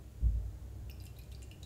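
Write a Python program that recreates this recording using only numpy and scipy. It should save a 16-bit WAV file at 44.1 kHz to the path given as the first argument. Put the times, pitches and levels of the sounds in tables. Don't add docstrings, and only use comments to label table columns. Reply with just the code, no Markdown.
import sys
import numpy as np
from scipy import signal
from scipy.fft import rfft, irfft, next_fast_len
from scipy.io import wavfile
from scipy.ndimage import uniform_filter1d, map_coordinates

SR = 44100
rng = np.random.default_rng(int(sys.argv[2]) if len(sys.argv) > 2 else 0)


def master_out(mix):
    frames = np.transpose(np.atleast_2d(mix))
    ceiling = np.clip(frames, -1, 1)
    pcm = np.round(ceiling * 32767).astype(np.int16)
    wavfile.write(sys.argv[1], SR, pcm)


N = 72765

# t/s, ping f/Hz, ping level/dB, ping t60/s, tick level/dB
DROPS = [(0.897, 2750, -42.5, 0.011, -52), (.9005, 13700, -40.5, 0.0073, -66.5),
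         (0.9126, 5210, -43.5, 0.013, -67), (1.001, 4850, -48, 0.017, -56.5),
         (1.008, 4020, -60, 0.037, -58), (1.0213, 13000, -47, 0.0062, -65),
         (1.0387, 9800, -44.5, 0.0071, -53), (1.0534, 11650, -42.5, .009, -55),
         (1.0558, 7350, -52, .015, -68), (1.0655, 2880, -50.5, .025, -49.5),
         (1.1651, 3820, -55, 0.034, -59), (1.1872, 11740, -41, 0.009, -55), (1.1894, 3990, -57, 0.048, -73),
         (1.1911, 2477, -59.5, 0.096, -59), (1.215, 4370, -54, 0.017, -62),
         (1.2362, 7000, -50, 0.0044, -58), (1.316, 3020, -56, 0.027, -54), (1.3186, 3830, -56, 0.042, -59),
         (1.3245, 12800, -53, 0.0036, -53.5), (1.3477, 4660, -41.5, .013, -56),
         (1.4201, 2740, -54, 0.033, -53), (1.426, 8500, -44, 0.011, -59), (1.4289, 7130, -42.5, 0.013, -68),
         (1.5132, 2870, -43, 0.02, -51.5), (1.605, 7100, -56.5, .006, -70),
         (1.6298, 3860, -45.5, 0.037, -53), (1.6304, 6930, -39.5, 0.0084, -59.5)]
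# f/Hz, relative level/dB
TICK_SPECTRUM = [(500, -14), (1800, 14), (2800, 16.5), (5000, 20), (9000, 17.5), (14000, 16), (16000, -11)]
# f/Hz, level/dB re the tick, t60/s
GLASS_MODES = [(2437, -18, 0.24), (2716, -17.5, 0.18), (3990, -20, 0.07), (5150, -16, 0.09),
               (8360, -23.5, 0.2)]
def drips(attack_s=0.00047, tick_t60_s=0.014, echoes_db=-8, room_db=-7.5):
    out = np.zeros(N)
    splash, white = noise(TICK_SPECTRUM), rng.standard_normal(N)
    for start, hz, ping_db, t60, tick_db in DROPS:
        t = since(start)
        ping = amp(ping_db) * bubble(t, hz, t60, white)
        ring = sum(amp(db + rng.normal(0, 0.8)) * np.sin(2 * np.pi * f * t) * fade(t, life)
                   for f, db, life in GLASS_MODES)
        tick = amp(tick_db) * (splash * fade(t, tick_t60_s) + ring)
        drop = (ping + tick) * (1 - np.exp(-t / attack_s))
        out += drop + amp(echoes_db) * near_echoes(drop) + amp(room_db) * room_tail(drop)
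    return out


def bubble(t, hz, t60, white, rise_per_s=1.24, waver_rad=0.54, spatter_db=-11, spatter_octaves=0.17):
    waver = waver_rad * wobble(400)
    phase = 2 * np.pi * hz * t * (1 + rise_per_s * np.minimum(t, t60) / 2) + waver
    spatter = unit(filtered(white, lambda f: 1 / (1 + (np.log2((f + 1) / hz) / spatter_octaves) ** 2)))
    return np.sin(phase) * fade(t, t60) + amp(spatter_db) * spatter * fade(t, 1.62 * t60)


def near_echoes(x, first_s=0.003, span_s=0.012):
    delays_s = first_s + span_s * rng.random(8)
    gains = rng.standard_normal(8)
    gains /= np.linalg.norm(gains)
    return sum(gain * np.pad(x, (int(SR * s), 0))[:N] for s, gain in zip(delays_s, gains))


# f/Hz, t60/s
ROOM_DECAY = [(500, .3), (3000, 0.68), (8000, 0.38), (15000, 0.34)]
def room_tail(x):
    hz, t, spectra = signal.stft(rng.standard_normal(SR // 2), SR, nperseg=256)
    tail = signal.istft(spectra * fade(t, along(ROOM_DECAY, hz)[:, None]), SR, nperseg=256)[1]
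    tail = np.pad(tail, (SR // 400, 0)) / np.linalg.norm(tail)
    return signal.fftconvolve(x, tail)[:N]


# t/s, level/dB
HANDLING_BUMPS = [(0.211, -26), (0.789, -46)]
# f/Hz, level/dB re the bump, t60/s, attack/s
BOOM_MODES = [(54.85, 4.5, 0.8, 0.028), (91, -5, 1, 0.062), (110.5, -13, 0.86, 0.025),
              (142.4, -13, .36, 0.016), (175.5, -23.5, 0.44, 0.011)]
# f/Hz, relative level/dB
THUD_SPECTRUM = [(30, -13), (60, -5.5), (140, -5.5), (250, -13.5), (500, -27), (1200, -55), (4000, -90)]
def bumps(twin_offset_hz=9, twin_db=-6.5, thud_db=-18, thud_t60_s=0.58, thud_attack_s=0.0042):
    out = np.zeros(N)
    for start, db in HANDLING_BUMPS:
        t = since(start)
        for hz, mode_db, t60, attack_s in BOOM_MODES:
            twin = amp(twin_db) * np.sin(2 * np.pi * (hz + twin_offset_hz) * t)
            pair = np.sin(2 * np.pi * hz * t) - twin
            out += amp(db + mode_db) * pair * fade(t, t60) * (1 - np.exp(-t / attack_s))
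        thud = noise(THUD_SPECTRUM) * fade(t, thud_t60_s) * (1 - np.exp(-t / thud_attack_s))
        out += amp(db + thud_db) * thud
    return out


# f/Hz, relative level/dB
RUMBLE_SPECTRUM = [(20, -14.5), (36, -24.5), (48, -2), (60, -6.5), (77, -16), (100, -4), (130, -8),
                   (170, -18.5), (215, -16), (260, -25), (320, -23.5), (520, -28.5), (750, -34),
                   (1100, -40), (1800, -44.5), (4000, -89)]
# t/s, level/dB
RUMBLE_SWELL = [(0, -54), (0.149, -56.5), (.4, -52), (.85, -51.5), (1.25, -53), (1.65, -52)]
# f/Hz, rms level/dB
HUM_LINES = [(64.6, -49.5), (97, -57.5), (306, -71), (402, -83), (603, -79.5), (705, -84), (783, -82.5)]
# f/Hz, relative level/dB
HISS_SPECTRUM = [(100, -22.5), (300, 19), (600, 11.5), (1000, 3.5), (1800, 2), (3500, 0.5), (5500, -1.5),
                 (6900, 2), (8500, -2.5), (12000, -3), (15500, -3)]
def room_tone(waver_db=2.5, waver_rad=0.51, hiss_db=-66):
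    times, levels = np.transpose(RUMBLE_SWELL)
    swell_db = np.interp(since(0), times, levels)
    hum = np.zeros(N)
    for hz, db in HUM_LINES:
        peak = np.sqrt(2) * amp(db + waver_db * wobble(7.74))
        hum += peak * np.sin(2 * np.pi * hz * since(0) + waver_rad * wobble(8.15))
    rumble = amp(swell_db) * patchy(noise(RUMBLE_SPECTRUM), depth_db=3)
    return rumble + amp(swell_db - levels[-1]) * hum + amp(hiss_db) * noise(HISS_SPECTRUM)


def patchy(x, depth_db):
    spectra = signal.stft(x, nperseg=2048)[2]
    drift = uniform_filter1d(rng.standard_normal(spectra.shape), size=3, axis=0)
    drift = unit(uniform_filter1d(drift, size=5, axis=1))
    above_bass = np.clip(np.fft.rfftfreq(2048, 1 / SR) / 400, 0, 1)[:, None]
    return unit(signal.istft(spectra * amp(depth_db * above_bass * drift), nperseg=2048)[1][:N])


def amp(db):
    return 10 ** (np.asarray(db) / 20)


def unit(x):
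    return x / np.sqrt(np.mean(x ** 2) + 1e-20)


def along(points, hz):
    f, values = np.transpose(points)
    return np.interp(np.log(hz + 1), np.log(f + 1), values)


def fade(t, t60):
    return amp(-60 * t / t60)


def since(start):
    return np.maximum(np.arange(N) / SR - start, 0)


def wobble(rate):
    return map_coordinates(rng.standard_normal(int(N * rate / SR) + 4), [np.arange(N) * rate / SR])


def filtered(x, response):
    size = next_fast_len(N + SR // 2)
    return irfft(rfft(x, size) * response(np.fft.rfftfreq(size, 1 / SR)), size)[:N]


def noise(spectrum):
    return unit(filtered(rng.standard_normal(N), lambda hz: amp(along(spectrum, hz))))


def scene():
    return (room_tone() + bumps() + drips())[None]


# f/Hz, gain/dB
MIC_BASS_DIP = [(20, -1), (36, -14), (44, -4), (52, 0.5), (70, 0)]
def record(dry, top_hz=15750):
    return filtered(dry[0], lambda hz: amp(along(MIC_BASS_DIP, hz)) * (hz < top_hz))[None]


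dry = scene()
out = record(dry)
master_out(out)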